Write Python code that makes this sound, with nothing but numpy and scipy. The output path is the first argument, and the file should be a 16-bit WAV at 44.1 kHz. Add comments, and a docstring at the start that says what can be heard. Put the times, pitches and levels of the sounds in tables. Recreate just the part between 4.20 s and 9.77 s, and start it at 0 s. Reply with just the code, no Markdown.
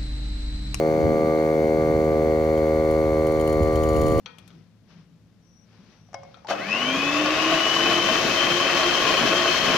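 """An electric hand mixer in a small kitchen. Its plastic body clicks in the hand, the beaters knock on a
steel bowl, the switch tocks, then the motor starts with a jolt and winds up to speed. The shaft hums,
fan blades and commutator whine, the gears rattle in the housing and the beaters churn a runny mixture.
Tones are multiples of the shaft speed, blows ring damped modes, rattle and churn are shaped noise."""
import sys
import numpy as np
from scipy import signal
from scipy.fft import rfft, irfft, next_fast_len
from scipy.io import wavfile
from scipy.ndimage import map_coordinates

SR = 44100
rng = np.random.default_rng(int(sys.argv[2]) if len(sys.argv) > 2 else 0)


def digitize_waveform(pressure):
    """Quantize a signal to 16-bit integers and store it at the path in sys.argv[1].

    Rows of a 2-D input are taken as channels; values are limited to [-1, 1].
    """
    field = np.atleast_2d(pressure).T
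    bounded = np.clip(field, -1, 1)
    quanta = np.round(bounded * 32767).astype(np.int16)
    wavfile.write(sys.argv[1], SR, quanta)


N = 245637
T = np.arange(N) / SR
START_S, FULL_SPEED_HZ, MAINS_HZ = 2.28, 355.8, 50
STIR_HZ, DEEPEST_S = 2.37, 4.1  # hand circling the bowl; beaters deepest in the mixture
# (gain at full speed [dB], gain per doubling of speed [dB], stirring sway [dB])
COMMUTATOR_LAW, AIR_LAW, CHURN_LAW = (-30.5, -1.5, 2.8), (-28.5, 18.7, 0.13), (-36, 5.8, 0.67)

# Noise spectra (frequency [Hz], level [dB])
ROOM_SPECTRUM = [(15, -45), (25, -24), (103, -20), (167, 4), (301, -9), (394, -17), (438, -14), (952, -24),
                 (1030, -22.5), (2130, -26), (5720, -30), (7890, -39.5), (15000, -46)]
CLATTER_SPECTRUM = [(100, -56), (230, -6), (480, -4), (760, -1), (930, -5.5), (1300, -3.5), (1900, -1),
                    (2300, -3), (3300, -10.5), (4500, -83), (8000, -64)]
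AIR_SPECTRUM = [(1500, -2), (3300, 3.5), (4600, 2), (5600, 1.5), (6450, -1), (7100, -9.5), (8200, -18),
                (9700, -22.5), (10600, -23.5), (12500, -19), (15300, -25)]
CHURN_SPECTRUM = [(45, -40), (80, -12), (125, -0.5), (180, 4), (260, 4.5), (500, 1.5), (2000, -35.5)]
# Low swells (time [s], half length [s], level [dB], pitch [Hz])
RUMBLE_SWELLS = [(0.066, 0.077, -59, 183.6), (0.25, 0.037, -53, 167), (0.353, 0.09, -50.5, 162),
                 (0.782, 0.061, -50, 170), (.93, 0.12, -56.5, 167), (1.613, 0.038, -52, 190),
                 (2.042, 0.099, -49.5, 112)]
# Noise swells (time [s], half length [s], level [dB])
RUSTLE_SWELLS = [(.29, 0.16, -62.5), (.71, 0.031, -60.5), (.78, 0.069, -61.5), (1.56, 0.092, -61.5),
                 (1.72, 0.086, -60), (2.1, 0.21, -60.5)]
WHISTLE_SWELLS = [(1.34, 0.115, -67), (1.84, 0.15, -72.5)]
SLOSH_SWELLS = [(2.68, 0.022, -46), (2.766, 0.016, -52), (3.303, 0.081, -52), (4.054, 0.054, -38),
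                (4.314, 0.045, -36.5), (5.039, 0.038, -34.5), (5.153, 0.045, -35.5), (5.508, 0.056, -39.5)]
# Blows (time [s], level [dB], snap [dB], brightness [dB/octave])
BODY_CLICKS = [(0.0595, -29, -45, -3), (0.184, -40, -3, -1), (0.277, -44.5, 7, 1),
               (0.304, -44.5, -19, -4.5), (2.143, -38, -24, -4.5)]
BOWL_KNOCKS = [(1.887, -51, -28, -8), (1.931, -37, -30, 1), (1.9425, -24, -21, 0), (2.033, -32.5, -25, 0.5),
               (2.051, -39, -22, -3), (2.172, -44, -25, -1)]
SWITCH_TOCKS = [(2.247, -36, -29, 1)]
GEAR_JOLTS = [(2.2705, -31, 0, 11), (2.287, -25, -20, 2), (2.301, -18, -8, 1), (2.3045, -28, -7, 0.5),
              (2.3095, -10, -14, -2), (3.06, -17, -19, 6.5), (3.317, -18, -10, -14), (3.70, -18, -19, 6),
              (3.963, -21, -11, 7), (4.067, -14, -16, 7), (4.205, -31, -14, 9), (4.227, -16, -11, 6.5),
              (4.401, -19, -2, 1), (4.5, -23, -16, -3), (4.593, -17, -7, 4), (4.632, -11, -11, 6),
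              (5.026, -15, -12, 0), (5.129, -13, -14, 3), (5.257, -12.5, -10, 3)]
# Modes of the struck parts (frequency [Hz], level [dB], t60 [s])
PLASTIC_MODES = [(498, -7.5, 0.11), (830, -4, 0.1), (910, -16, 0.5), (1330, 11.5, 0.046),
                 (1490, -5.5, 0.41), (1690, -14, 0.45), (1880, -7, 0.34), (2275, 10, 0.029),
                 (2430, -2.5, 0.37), (2910, 2.5, .05), (3270, 8.5, 0.11), (3620, 10.5, 0.031),
                 (4230, 2, 0.12), (4600, -5, .18), (5030, -22, .1), (5720, -2, .07), (6440, -3, 0.054),
                 (6800, -34, .05), (10300, -35, .14)]
STEEL_MODES = [(547.7, -14.5, 0.62), (696, -19, 0.3), (730, 10.5, 0.017), (1045, -16, .17),
               (1180, -4, 0.023), (1500, -29, 0.2), (1740, -15, 0.046), (2180, -21, 0.26),
               (2172, -23, 0.45), (3280, -38, 0.8), (5000, -26, .15), (5600, -15, 0.04)]
SWITCH_MODES = [(500, -25, .02), (830, 0, 0.03), (960, -5, .025), (1400, -26, .02), (5700, -26, .02)]
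GEARBOX_MODES = [(538, -12.5, 0.16), (663, 4, 0.058), (1200, -5.5, 0.059), (1410, 2, 0.0095),
                 (2637, -23, 0.16), (4600, -14.5, 0.011), (5970, -51, 0.017)]
# Wind-up: quick surge, slow creep (speed gained [Hz], time constant [s])
WIND_UP_STAGES = [(150, .122), (174.9, .63)]
# Drag of the mixture (time [s], half length [s], speed lost [Hz])
LOAD_SAGS = [(3.046, .07, 1.17), (3.495, 0.061, 1.42), (4.042, 0.06, 4.4), (4.568, 0.11, 1.82),
             (5.071, 0.092, 2.13), (5.544, 0.074, 1.84)]
# Mains harmonics in the stator (frequency [Hz], level [dB])
INRUSH_PARTIALS = [(200, -40), (300, -38.5)]
# Envelopes of the running parts (time [s], level [dB])
HUM_ENVELOPE = [(2.42, -58), (2.46, -42), (2.49, -37), (2.6, -41), (2.65, -30.5), (2.75, -30.5),
                (2.81, -32.5), (2.88, -29.5), (3.03, -25), (3.17, -35.5), (3.26, -26), (3.39, -30),
                (3.47, -42), (3.56, -32), (3.62, -31), (3.78, -28.5), (3.88, -38), (4.0, -36.5),
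                (4.4, -30.5), (4.48, -41), (4.55, -32), (4.62, -37), (4.68, -25.5), (4.77, -42),
                (4.82, -34), (5.04, -46), (5.11, -33.5), (5.3, -31), (5.37, -46), (5.44, -46), (5.57, -32)]
FAN_ENVELOPE = [(2.38, -41), (2.6, -42), (2.68, -33), (2.81, -29), (2.94, -32), (3.0, -36), (3.13, -37),
                (3.22, -30), (3.33, -34), (3.43, -26), (3.77, -27), (3.92, -31), (4.05, -36), (4.14, -36),
                (4.2, -25), (4.29, -27.5), (4.37, -31), (4.43, -32.5), (4.66, -31), (4.73, -31),
                (4.82, -42), (4.97, -30), (5.05, -39), (5.2, -31), (5.57, -54)]
RATTLE_ENVELOPE = [(2.37, -42), (2.54, -30), (2.62, -29), (3.34, -24), (3.44, -25.5), (3.7, -23),
                   (3.85, -26), (3.89, -23), (4.02, -24.5), (4.14, -26.5), (4.22, -23.5), (4.37, -25),
                   (4.39, -26.5), (4.41, -23), (4.8, -24.5), (4.92, -23), (5.36, -24.5), (5.57, -23)]
# Housing's radiation of the commutator tone and its overtone (frequency [Hz], gain [dB])
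COMMUTATOR_RADIATION = [(1300, -11), (1700, -22), (2100, -7), (2400, -13), (2600, 7), (2930, -2.5),
                        (3120, 1.5), (3300, -9), (3550, -12), (4100, -16), (4240, -10)]
OVERTONE_RADIATION = [(3400, -66), (4200, -49), (4800, -49), (5150, -45), (5450, -47), (5800, -60),
                      (6100, -47), (6700, -53), (7100, -55), (7450, -69)]
# Housing and bowl under load (frequency [Hz], width [Hz], level [dB])
LOADED_RESONANCES = [(158, 9, -1.5), (307.2, 16, 2), (358, 17, 1), (441.4, 23, 0.5), (552, 18, 5),
                     (639, 12, 9.5), (690.4, 7.6, 1.5), (1071, 9.9, 3), (1109, 64, 5.5), (1200, 92, -12),
                     (1440, 23, 0), (2570, 99, 3.5), (3013, 30, 5.5), (3690, 14, -15), (6000, 16, -36)]
# Likeness of the two sides (frequency [Hz], coherence [0-1])
COHERENCE = [(60, 1), (300, 0.63), (640, 0.79), (1400, 0.74), (3000, 0.27), (6500, 0.013)]
# Shading of the right side (frequency [Hz], left minus right [dB])
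SIDE_TILT = [(60, 0.6), (110, 1.0), (200, 1.6), (380, 0.3), (690, 2.5), (1280, 2.4), (2360, 7), (4350, 9.0),
             (8020, 11.0), (14800, 15.4)]


def undb(db):
    """Decibels to gain."""
    return 10 ** (np.asarray(db) / 20)


def unit(x):
    """Scale to rms 1."""
    return x / np.sqrt(np.mean(x ** 2))


def over_hz(points, size=N):
    """Interpolate (frequency [Hz], value) points at the FFT bins."""
    hz, value = np.transpose(points)
    return np.interp(np.log(np.fft.rfftfreq(size, 1 / SR) + 1), np.log(hz + 1), value)


def colour(x, spectrum):
    """Filter by (frequency [Hz], level [dB]) points; scale to rms 1."""
    size = x.shape[-1]
    return unit(irfft(rfft(x) * undb(over_hz(spectrum, size)), size))


def resonate(x, modes):
    """Parallel resonators (frequency [Hz], width [Hz], level [dB])."""
    f = np.fft.rfftfreq(N, 1 / SR) + 1e-3
    response = sum(undb(db) / (1 + 1j * (f * f - hz * hz) / (f * width)) for hz, width, db in modes)
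    return irfft(rfft(x) * response, N)


def walk(rate_hz):
    """Smooth random drift, rms 1."""
    size = next_fast_len(N, real=True)
    f = np.fft.rfftfreq(size, 1 / SR)
    spectrum = rfft(rng.standard_normal(size)) * np.exp(-(f / rate_hz) ** 2) * (f > .5)
    return unit(irfft(spectrum, size)[:N])


def noise():
    """Two independent white noises."""
    return rng.standard_normal((2, N))


def grains(per_s, scatter_db):
    """Two streams of tiny random impacts."""
    return unit((rng.random((2, N)) < per_s / SR) * np.sign(noise()) * undb(scatter_db * noise()))


def spread(pair):
    """Independent pair to stereo: alike in the bass, unrelated in the treble."""
    coherence = np.clip(over_hz(COHERENCE), 0, .99)
    mid, side = rfft(pair) * np.sqrt([1 + coherence, 1 - coherence])
    return irfft(np.array([mid + side, mid - side]), N)


def pan(x, left_db):
    """Lean a stereo sound left."""
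    return x * undb(np.array([[left_db], [-left_db]]) / 2)


def detune(pair, share):
    """Drift all pitches together by a small share."""
    position = np.cumsum(1 + share * walk(4.02))
    return np.array([map_coordinates(x, [position], mode="mirror") for x in pair])


def gain_at(x, curve):
    """Gain along an (x, level [dB]) curve."""
    return undb(np.interp(x, *np.transpose(curve)))


def swell(at_s, half_s, order=2):
    """Bell envelope; a higher order flattens the top."""
    return np.exp(-((T - at_s) / half_s) ** order)


def swells(table, order=2):
    """Summed gain of a table of swells."""
    return sum(undb(db) * swell(at_s, half_s, order) for at_s, half_s, db in table)


def strikes(blows, modes, crack_db, crack_s, snap_hz, room_db, room_t60_s):
    """Each blow rings the modes, with a short crack and a contact snap; the kitchen reverberates."""
    out, t = np.zeros((2, N)), T[:SR // 2]
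    snap_spectrum = [(snap_hz / 2, 0), (snap_hz, -5), (1.74 * snap_hz, -28), (2 * snap_hz, -48)]
    attack = 1 - np.exp(-(t / .0002) ** 2)
    highpass = signal.butter(2, 220, "high", fs=SR, output="sos")  # each blow is cut below about 220 Hz
    for at_s, db, snap_db, db_per_octave in blows:
        struck = [(hz, mode_db + db_per_octave * np.log2(hz / 1000), t60) for hz, mode_db, t60 in modes]
        ring = sum(undb(mode_db - 60 * t / t60) * np.sin(2 * np.pi * hz * t + rng.uniform(0, 2 * np.pi))
                   for hz, mode_db, t60 in struck)
        crack_spectrum = [(100, -56)] + [mode[:2] for mode in struck] + [(11000, -52)]
        crack = colour(rng.standard_normal(len(t)), crack_spectrum) * np.exp(-t / crack_s)
        snap = colour(rng.standard_normal((2, len(t))), snap_spectrum) * np.exp(-t / .0067) / 2
        hit = ring / np.abs(ring).max() + undb(crack_db) * crack + undb(snap_db) * snap
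        hit = signal.sosfilt(highpass, hit * attack)
        start = int(at_s * SR)
        out[:, start:start + len(t)] += undb(db) * hit[:, :N - start] / np.abs(hit).max()
    tail = colour(rng.standard_normal((2, len(t))), [(300, 4), (5000, -15), (12000, -23)])
    tail = unit(tail * undb(-60 * t / room_t60_s) * (t > .004)) / np.sqrt(len(t))
    return out + undb(room_db) * signal.fftconvolve(out, tail, axes=1)[:, :N]


def room_tone():
    """Steady hiss and a low rumble with narrow-band swells."""
    hiss = undb(-60) * colour(spread(noise()), ROOM_SPECTRUM)
    drone = resonate(spread(noise()), [(68, 14, -7.5), (110, 15, -2), (171, 15, 0), (220, 30, -5.5)])
    rumble = undb(-58) * colour(drone, [(40, -5), (100, 3), (260, -7.5), (700, -11), (6000, -23)])
    for at_s, half_s, db, hz in RUMBLE_SWELLS:
        band = [(hz, 42, 0)]
        boom = unit(resonate(resonate(rng.standard_normal(N), band), band))
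        rumble += undb(db) * swell(at_s, half_s) * boom
    return hiss + rumble


def body_clicks():
    """The plastic body clicks in the hand."""
    return strikes(BODY_CLICKS, PLASTIC_MODES, crack_db=-3, crack_s=.005, snap_hz=12000,
                   room_db=-6.5, room_t60_s=.42)


def handling():
    """Rustles as the mixer is gripped and lowered; a soft bump as it is picked up."""
    rustle_spectrum = [(150, -28), (350, 11), (800, 7.5), (1600, 5.5), (3500, 1.5), (6000, -.5),
                       (8000, -38)]
    rustle = colour(spread(noise()), rustle_spectrum)
    bump = colour(spread(noise()), [(100, -18), (200, -2), (380, 3), (550, -22), (1500, -46)])
    return swells(RUSTLE_SWELLS) * rustle + undb(-57) * swell(at_s=.357, half_s=.054) * bump


def whistle():
    """A faint, thin whistle of narrow-band noise."""
    band = colour(noise(), [(5400, -70), (5730, 0), (5860, 0), (6200, -70)])
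    return swells(WHISTLE_SWELLS, order=8) * band


def bowl_knocks():
    """The beaters ring the steel bowl."""
    return strikes(BOWL_KNOCKS, STEEL_MODES, crack_db=-9, crack_s=.0032, snap_hz=5550,
                   room_db=-15, room_t60_s=.63)


def switch_tock():
    """The slide switch resists the thumb with a dull tock."""
    return strikes(SWITCH_TOCKS, SWITCH_MODES, crack_db=-20, crack_s=.004, snap_hz=5500,
                   room_db=-5, room_t60_s=.4)


def gear_jolts():
    """The switch closes, the gears take up their play, then the beaters catch now and then."""
    return strikes(GEAR_JOLTS, GEARBOX_MODES, crack_db=-10.5, crack_s=.0089, snap_hz=6150,
                   room_db=-11, room_t60_s=.68)


def start_decay(tau_s):
    """1 until the motor starts, then an exponential fall."""
    return np.exp(-np.maximum(T - START_S, 0) / tau_s)


def shaft_speed_hz():
    """The motor winds up and sags under load."""
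    sag_hz = sum(hz * swell(at_s, half_s) for at_s, half_s, hz in LOAD_SAGS)
    return FULL_SPEED_HZ - sum(hz * start_decay(tau_s) for hz, tau_s in WIND_UP_STAGES) - sag_hz


def drive(speed_hz, law):
    """Gain that follows shaft speed and sways as the hand circles the bowl."""
    full_db, doubling_db, stir_db = law
    circle_size = np.clip((T - START_S) / 2, 0, 1)
    depth = circle_size * np.cos(2 * np.pi * STIR_HZ * (T - DEEPEST_S))
    return undb(full_db + doubling_db * np.log2(speed_hz / FULL_SPEED_HZ) + stir_db * depth)


def tone(turns, order, wander_rad, flutter):
    """A multiple of shaft speed, shaken in phase and strength, a little differently on each side."""
    common, apart = (walk(87) + 1j * walk(250) for _ in range(2))
    shake = common + .7 * np.array([[1], [-1]]) * apart
    carrier = np.exp(1j * (2 * np.pi * order * turns + wander_rad * walk(34.5)))
    return unit(np.real(carrier * (1 + flutter * shake)))


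def stator_buzz():
    """Inrush current buzzes the stator, then dies away."""
    buzz = sum(undb(db) * np.sin(2 * np.pi * hz * T) for hz, db in INRUSH_PARTIALS)
    return start_decay(tau_s=.22) * buzz


def shaft_hum(turns):
    """Unbalance hums once per turn, with a second harmonic."""
    fundamental = tone(turns, order=1, wander_rad=.15, flutter=.11)
    second = tone(turns, order=2, wander_rad=.3, flutter=.3)
    return gain_at(T, HUM_ENVELOPE) * (fundamental + undb(-20) * second)


def fan_whine(speed_hz, turns):
    """Nine blades whine; near full speed a hoarse band grows just below their tone."""
    blades = tone(turns, order=9, wander_rad=.3, flutter=.25)
    hoarse = tone(turns, order=8.87, wander_rad=2.5, flutter=1.5)
    return gain_at(T, FAN_ENVELOPE) * blades + undb(-29) * (speed_hz / FULL_SPEED_HZ) ** 24 * hoarse


def commutator_whine(speed_hz, turns):
    """Twelve bars whine through the housing, throbbing at twice the mains frequency."""
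    bars = tone(turns, order=12, wander_rad=.15, flutter=.2)
    bars *= gain_at(12 * speed_hz, COMMUTATOR_RADIATION) * drive(speed_hz, COMMUTATOR_LAW)
    overtone = tone(turns, order=24, wander_rad=1.8, flutter=.55)
    overtone *= gain_at(24 * speed_hz, OVERTONE_RADIATION)
    throb = 1 + .7 * np.cos(2 * np.pi * 2 * MAINS_HZ * T)
    return (bars + overtone) * throb


def gear_rattle(turns, kick):
    """Gear teeth and beater wires rattle the housing and bowl."""
    turns_per_wire = 6.4
    strokes = undb(.12 * np.cos(2 * np.pi * turns / turns_per_wire) + .21 * walk(23))
    ring = resonate(spread(grains(450, scatter_db=0) * strokes), LOADED_RESONANCES)
    ring = colour(ring, [(40, -26), (110, -6), (5700, -5), (8500, -20.5)])
    ring = detune(ring, share=.007)  # the moving mixture shifts the resonances
    impacts = grains(2300, scatter_db=3.5) + .56 * noise()
    clatter = colour(spread(impacts * strokes), CLATTER_SPECTRUM)
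    effort = gain_at(T, RATTLE_ENVELOPE) * undb(.12)
    return (effort + kick) * (undb(-.3) * ring + undb(-2.6) * clatter)


def fan_air(speed_hz, kick):
    """The fan blows a grainy, flickering hiss that rises with speed."""
    air = colour(spread(noise() + .28 * grains(2500, scatter_db=-1.5)), AIR_SPECTRUM)
    flicker = undb(1.03 * walk(21))
    return (drive(speed_hz, AIR_LAW) + undb(-2) * kick) * air * flicker


def mixture_churn(speed_hz):
    """The mixture churns and sloshes up round the beaters."""
    churn = colour(spread(noise()), CHURN_SPECTRUM) * undb(2.8 * walk(4.9))
    return (drive(speed_hz, CHURN_LAW) + swells(SLOSH_SWELLS)) * churn


def scene():
    """Handling noises, the starting jolt, then the running mixer."""
    blows = pan(body_clicks(), left_db=5.5) + pan(bowl_knocks() + switch_tock(), left_db=1.5)
    blows += gear_jolts()
    speed_hz = shaft_speed_hz()
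    turns = np.cumsum(speed_hz) / SR
    power = np.clip((T - START_S) / .025, 0, 1)
    kick = undb(-29) * start_decay(tau_s=.035)  # starting torque
    motor = stator_buzz() + shaft_hum(turns)
    motor += fan_whine(speed_hz, turns) + commutator_whine(speed_hz, turns)
    beating = gear_rattle(turns, kick) + fan_air(speed_hz, kick) + mixture_churn(speed_hz)
    background = pan(room_tone() + handling() + whistle(), left_db=1.5)
    return background + blows + power * (motor + beating)


def record(dry):
    """The left microphone faces the bowl; the right is shaded in the treble. Steep low-pass on both."""
    size = next_fast_len(2 * N, real=True)
    ratio = undb(over_hz(SIDE_TILT, size))
    side_gains = np.array([ratio, np.ones_like(ratio)]) * 2 / (1 + ratio)
    heard = irfft(rfft(dry, size) * side_gains, size)[:, :N]
    lowpass = signal.ellip(12, .2, 70, 15400, fs=SR, output="sos")
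    return signal.sosfilt(lowpass, heard)


dry = scene()
out = record(dry)
digitize_waveform(out)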